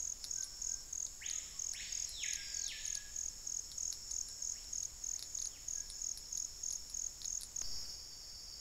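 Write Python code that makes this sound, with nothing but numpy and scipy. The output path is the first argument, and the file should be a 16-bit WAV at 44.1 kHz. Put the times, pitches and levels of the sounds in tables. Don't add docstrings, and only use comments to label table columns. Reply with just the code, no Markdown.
import sys
import numpy as np
from scipy import signal
from scipy.fft import rfft, irfft, next_fast_len
from scipy.io import wavfile
from scipy.ndimage import uniform_filter1d

SR = 44100
rng = np.random.default_rng(int(sys.argv[2]) if len(sys.argv) > 2 else 0)


def dump_mix(stems):
    frames = np.atleast_2d(stems).T
    limited = np.clip(frames, -1, 1)
    pcm = np.round(limited * 32767).astype(np.int16)
    wavfile.write(sys.argv[1], SR, pcm)


N = 379337
TIME = np.arange(N) / SR
NIGHT_S = 7.618


def near_cricket(level_db=-30.5, uneven_db=.55, octave_db=-31.5, chirp_gap_s=.3092, stroke_gap_s=.02385):
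    # t/ms from its peak, f/Hz, relative amplitude
    stroke = [(-7, 7100, 0), (-5.4, 6920, .42), (-3, 6700, .46), (-1.2, 6590, .78), (.3, 6450, 1),
              (1.5, 6320, .6), (2.2, 6240, .52), (3.5, 6200, 0)]
    # t/s of the first peak, chirps, strokes per chirp
    runs = [(.005, 4, 6), (1.265, 1, 6), (1.598, 1, 6), (1.929, 7, 6), (4.117, 2, 5), (4.735, 3, 6),
            (5.687, 1, 6), (6.021, 1, 5), (6.330, 5, 6)]
    ms, hz, height = np.transpose(stroke)
    peaks = [s + chirp * chirp_gap_s + k * stroke_gap_s + (k > 0) * .001
             for s, chirps, strokes in runs for chirp in range(chirps) for k in range(strokes)]
    t_ms = np.arange(ms[0], ms[-1], 1000 / SR)
    pitch, envelope = np.full(N, hz[0]), np.zeros(N)
    for s, (late, loud, sharp) in zip(peaks, rng.standard_normal((len(peaks), 3))):
        start = round((s + ms[0] / 1000 + late * .0002) * SR)
        at = np.clip(start + np.arange(len(t_ms)), 0, N - 1)
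        pitch[at] = np.interp(t_ms, ms, hz) * (1 + .003 * sharp)
        envelope[at] = np.interp(t_ms, ms, height) * from_db(level_db + uneven_db * loud)
    song = envelope * (tone(pitch) + from_db(octave_db) * tone(2 * pitch))
    return song + from_db(-18) * forest(song, t60=.2)


def sweep(length, low_hz, top_hz, fade_db, half_s, power, edge_s):
    t = np.arange(int(length * SR)) / SR
    height = t ** power / (t ** power + half_s ** power)
    edges = np.clip(np.minimum(t, length - t) / edge_s, 0, 1) ** 2
    return low_hz + (top_hz - low_hz) * height, edges * from_db(-fade_db * height ** 4)


def whistles(creep_hz_per_s=1700):
    # start t/s, length/s, top f/Hz before creep, level/dB, fade/dB
    rises = [(1.201, .125, 4240, -47.5, 20), (1.727, .36, 4620, -49, 11), (1.779, 0.14, 4070, -47.5, 42),
             (4.537, .1, 3730, -64, 22), (5.119, .06, 2910, -69, 25)]
    # end t/s, length/s, top f/Hz, level/dB, fade/dB
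    falls = [(2.251, .19, 4950, -45.5, 29), (2.729, .34, 5480, -48.5, 18), (5.582, .07, 4800, -66, 19)]
    # middle t/s, length/s, first f/Hz, last f/Hz, level/dB
    notes = [(0.399, 0.121, 1565, 1533, -66.5), (.42, .12, 1230, 1087, -74), (0.622, 0.13, 1012, 977, -80),
             (0.719, 0.084, 1598, 1554, -68.5), (1.349, .11, 1340, 1210, -71),
             (1.554, 0.13, 1150, 1072, -73.5), (2.257, 0.037, 1773, 1643, -53),
             (2.413, .11, 1620, 1630, -52.5), (2.744, .05, 1800, 1700, -54.5), (2.96, .16, 1695, 1661, -61),
             (4.323, .3, 1626, 1578, -80.5), (5.78, 0.11, 1695, 1606, -69)]
    for s, length, top_hz, db, fade_db in rises:
        pitch, envelope = sweep(length, 1430, top_hz, fade_db, half_s=.039, power=2.4, edge_s=.022)
        yield s, db, pitch + creep_hz_per_s * np.arange(len(pitch)) / SR, envelope
    for s, length, top_hz, db, fade_db in falls:
        pitch, envelope = sweep(length, 1727, top_hz, fade_db, half_s=.055, power=1.05, edge_s=.0031)
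        yield s - length, db, pitch[::-1], envelope[::-1]
    for s, length, first_hz, last_hz, db in notes:
        along = np.linspace(0, 1, int(length * SR))
        yield s - length / 2, db, first_hz + (last_hz - first_hz) * along, np.sin(np.pi * along)


def birds(direct_db=1.0, echo_db=5.5, flutter_db=1.5):
    # f/Hz, relative level/dB
    response = [(1400, -2), (1650, -0.5), (2100, -2), (2800, -2.5), (3500, 0.5), (4200, -1.5), (5200, 1)]
    song, straight = np.zeros((2, N))
    wobble, flutter = 1 + .0025 * drift(60), flutter_db * drift(90)
    for s, db, pitch, envelope in whistles():
        at = int(s * SR) + np.arange(len(pitch))
        colour = np.interp(pitch, *np.transpose(response))
        whistle = envelope * from_db(db + colour + flutter[at]) * tone(pitch * wobble[at])
        song[at] += whistle
        straight[at] += whistle * from_db(-.15 * (db + 54))
    direct = band(straight, 500, 3700)
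    return from_db(direct_db) * direct + from_db(echo_db) * forest(song, t60=1.2)


def leaf_ticks(times, levels_db, low_hz, high_hz, scatter_db, scatter_s, skirt_db):
    t = np.arange(SR // 12) / SR
    ticks = np.zeros(N)
    for s, db in zip(times, levels_db):
        crackle = rng.standard_normal(len(t)) ** 3 * np.exp(-t / scatter_s)
        tap = from_db(scatter_db) * crackle / np.linalg.norm(crackle)
        tap[0] += 1
        tuning = rng.uniform(.88, 1.04)
        ring = band(tap, low_hz * tuning, high_hz * tuning, order=3)
        skirt = from_db(skirt_db) * band(tap, low_hz / 2, high_hz, order=1)
        at = round((s + .001) * SR)
        ticks[at:at + len(t)] += from_db(db) * (ring + skirt)
    return ticks


def drops(body_db=19, splash_db=21):
    # t/s, relative body level/dB, relative splash level/dB
    impacts = [(0.2411, -26.5, -39.5), (0.248, -32.5, -45), (0.4244, -35, -49), (0.4419, -40, -36.5),
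               (1.0652, -35, -51), (1.2978, -29.5, -41), (1.7352, -32.5, -38), (2.0916, -37, -37.5),
               (2.3343, -28, -40), (2.6797, -31, -40.5), (2.8624, -36, -38.5), (2.9519, -27.5, -36.5),
               (3.716, -34.5, -48), (3.926, -28, -41), (4.1104, -37, -43), (4.286, -39.5, -41.5),
               (4.6417, -42.5, -50), (4.8334, -36, -46.5), (5.1921, -31.5, -43), (5.225, -27, -41.5),
               (5.386, -35, -51), (5.4173, -32.5, -43), (5.455, -31, -38.5), (5.9, -33.5, -35.5),
               (6.1739, -33.5, -37.5), (6.3739, -35.5, -43), (6.7048, -40, -44), (6.7252, -36.5, -37),
               (6.8982, -39, -41.5), (7.2167, -31.5, -52), (7.2452, -30.5, -48), (7.4095, -38, -38),
               (7.4184, -37, -43), (7.4325, -31, -33.5)]
    s, body, splash = np.transpose(impacts)
    knock = leaf_ticks(s, body + body_db, 3750, 6000, scatter_db=-6, scatter_s=.015, skirt_db=-13.5)
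    spray = leaf_ticks(s, splash + splash_db, 9300, 12040, scatter_db=-2, scatter_s=.013, skirt_db=-33)
    return knock + spray


def chorus(centre_hz, spread_hz, sweep_hz, strokes_per_s, direct_db, count=8):
    song = np.zeros(N)
    for place in np.linspace(-1, 1, count):
        stroke = (rng.random() + np.cumsum(strokes_per_s * (1 + .04 * drift(6))) / SR) % 1
        pitch = centre_hz + place * spread_hz + sweep_hz * (.5 - stroke) + 45 * drift(40)
        song += from_db(-5 * place ** 2) * np.sin(np.pi * stroke) ** 4 * tone(pitch)
    song = forest(song, t60=1.0) + from_db(direct_db) * song
    return song / np.sqrt(uniform_filter1d(song ** 2, SR // 8) + 1e-9)


def far_chirps_db(swell_s=.068, fade_s=.066, floor_db=-56):
    # peak t/s, level/dB
    chirps = [(.02, -49.5), (.33, -51), (.69, -49.5), (1.06, -53.5), (1.39, -48.5), (1.83, -50.5),
              (2.04, -54), (2.28, -51), (2.53, -51.5), (2.83, -52.5), (3.2, -51), (3.41, -57), (3.62, -56),
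              (3.87, -48.5), (4.14, -51), (4.31, -53.5), (4.49, -49), (4.78, -54), (5.06, -56), (5.29, -53),
              (5.44, -53.5), (5.74, -53), (6.0, -51), (6.4, -52.5), (6.69, -52), (7.05, -53), (7.33, -51)]
    power = from_db(floor_db) ** 2
    for s, db in chirps:
        width = np.where(TIME < s, swell_s, fade_s)
        power = power + from_db(db) ** 2 * np.exp(-np.minimum(((TIME - s) / width) ** 2, 20))
    return 10 * np.log10(power)


def day_insects(high_throb_share=.15):
    # t/s, level/dB
    low_levels = [(0.0, -60), (0.19, -63), (0.23, -53), (0.82, -53.5), (0.89, -67), (1.75, -53),
                  (2.6, -50.5), (3.06, -59.5), (4.11, -52.5), (4.81, -54.5), (4.92, -63), (5.05, -57),
                  (5.64, -60), (5.93, -53), (6.63, -55.5), (6.69, -52.5), (7.18, -60), (7.26, -54),
                  (7.54, -63), (7.58, -55)]
    # t/s, level/dB
    high_levels = [(0.0, -60), (0.17, -68), (0.25, -63), (2.07, -57.5), (3.02, -61.5), (4.6, -60.5),
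                   (5.53, -66), (7.58, -64)]
    low = chorus(centre_hz=5430, spread_hz=220, sweep_hz=700, strokes_per_s=66, direct_db=-3)
    mid = chorus(centre_hz=6780, spread_hz=400, sweep_hz=1000, strokes_per_s=42, direct_db=-3)
    high = chorus(centre_hz=7560, spread_hz=190, sweep_hz=850, strokes_per_s=46, direct_db=-6)
    low_db, mid_db = in_time(low_levels)[0], far_chirps_db()
    high_db = in_time(high_levels)[0] + high_throb_share * (mid_db - mid_db.mean())
    return low * from_db(low_db) + mid * from_db(mid_db) + high * from_db(high_db)


def night_insects():
    # t/s, low trill level/dB, high trill level/dB
    levels = [(7.64, -48, -54), (7.818, -46.5, -52), (7.866, -52, -62), (7.892, -49, -53),
              (8.066, -55, -58.5), (8.568, -53, -58.5), (8.58, -53, -56)]
    low_db, high_db = in_time(levels)
    low = chorus(centre_hz=5335, spread_hz=350, sweep_hz=790, strokes_per_s=71, direct_db=1.5)
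    high = chorus(centre_hz=6660, spread_hz=150, sweep_hz=450, strokes_per_s=50, direct_db=-5)
    return from_db(low_db) * low + from_db(high_db) * high


def night_cricket(level_db=-56, hum_db=-8, pitch_hz=4607, lag_s=.0077, gap_s=.048, width_s=.007):
    # start t/s, pulses
    bursts = [(7.6405, 1), (7.7204, 2), (7.8476, 5), (8.1209, 2), (8.2332, 1), (8.296, 3), (8.4736, 3)]
    peaks = [s + lag_s + k * gap_s for s, pulses in bursts for k in range(pulses)]
    envelope = sum(np.exp(-((TIME - s) / width_s) ** 2) for s in peaks)
    envelope += from_db(hum_db) * (1 + .4 * drift(120))
    pips = from_db(level_db) * night_lift() * envelope * tone(pitch_hz + 28 * drift(120))
    return pips + from_db(-7) * forest(pips, t60=.4)


def switch_thump(click_db=-30, thump_db=-40, settle_s=.075):
    age = np.maximum(TIME - NIGHT_S, 0) / settle_s
    surge = age * np.exp(1 - age)
    rumble = rms_one(band(rng.standard_normal(N), 27, 29.8, order=1))
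    impulse = 1. * (np.arange(N) == round(NIGHT_S * SR))
    click = signal.lfilter([1], [1, -.7], impulse)
    return from_db(thump_db) * surge * (.26 * rumble - 1) + from_db(click_db) * click


def thin_notes(level_db=-73, pitch_hz=11135, length_s=.12):
    middles = [.41, .7, .955, 1.51, 2.03, 2.255, 2.425, 2.75, 3.255, 3.765, 4.24, 4.755, 5.74, 6.725, 7.26]
    gate = sum(1. * (abs(TIME - s) < length_s / 2) for s in middles)
    return from_db(level_db) * uniform_filter1d(gate, SR // 40) * tone(pitch_hz + 45 * drift(200))


def day_air(level_db=-56):
    # f/Hz, relative density level/dB
    spectrum = [(20, -60.5), (35, -62.5), (60, -68.5), (110, -77.5), (220, -84), (500, -87), (1400, -90.5),
                (3100, -92.5), (4000, -89.5), (5000, -82), (8500, -94), (10200, -93.5), (12200, -93),
                (15500, -97)]
    return from_db(level_db) * coloured_noise(spectrum)


def night_air(level_db=-57):
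    # f/Hz, relative density level/dB
    spectrum = [(20, -63), (60, -67), (110, -76), (220, -85), (500, -86), (1400, -90), (4000, -92),
                (6250, -84), (6900, -88), (7300, -76.5), (8200, -94.5), (11000, -93), (15500, -96)]
    return from_db(level_db) * night_lift() * coloured_noise(spectrum)


def night_lift(lift_db=3.5, hold_s=.24, settle_s=.17):
    return from_db(lift_db * np.clip(1 - (TIME - NIGHT_S - hold_s) / settle_s, 0, 1))


def forest(x, t60):
    t = np.arange(int(1.5 * SR)) / SR
    echoes = rng.standard_normal(len(t)) * from_db(-60 * t / t60)
    return signal.fftconvolve(x, echoes / np.linalg.norm(echoes))[:N]


def coloured_noise(spectrum):
    hz, db = np.transpose(spectrum)
    size = next_fast_len(N)
    bins = np.maximum(np.fft.rfftfreq(size, 1 / SR), 1)
    gain = from_db(np.interp(np.log(bins), np.log(hz), db))
    return rms_one(irfft(rfft(rng.standard_normal(size)) * gain, size)[:N])


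def tone(hz):
    return np.sin(2 * np.pi * np.cumsum(hz) / SR)


def band(x, low_hz, high_hz, order=2):
    sos = signal.butter(order, [low_hz, min(high_hz, .45 * SR)], "band", fs=SR, output="sos")
    return signal.sosfilt(sos, x + 1e-18)


def drift(rate_hz):
    return np.interp(TIME * rate_hz, np.arange(4000), rng.standard_normal(4000))


def in_time(rows):
    s, *columns = np.transpose(rows)
    return [np.interp(TIME, s, c) for c in columns]


def from_db(db):
    return 10 ** (np.asarray(db) / 20)


def rms_one(x):
    return x / np.sqrt(np.mean(x ** 2) + 1e-20)


def scene():
    day = near_cricket() + day_insects() + thin_notes() + birds() + drops() + day_air()
    night = night_insects() + night_cricket() + night_air() + switch_thump()
    return np.tile(np.where(TIME < NIGHT_S, day, night), (2, 1))


def record(dry):
    return signal.sosfilt(signal.ellip(12, .1, 70, 15650, fs=SR, output="sos"), dry)


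dry = scene()
out = record(dry)
dump_mix(out)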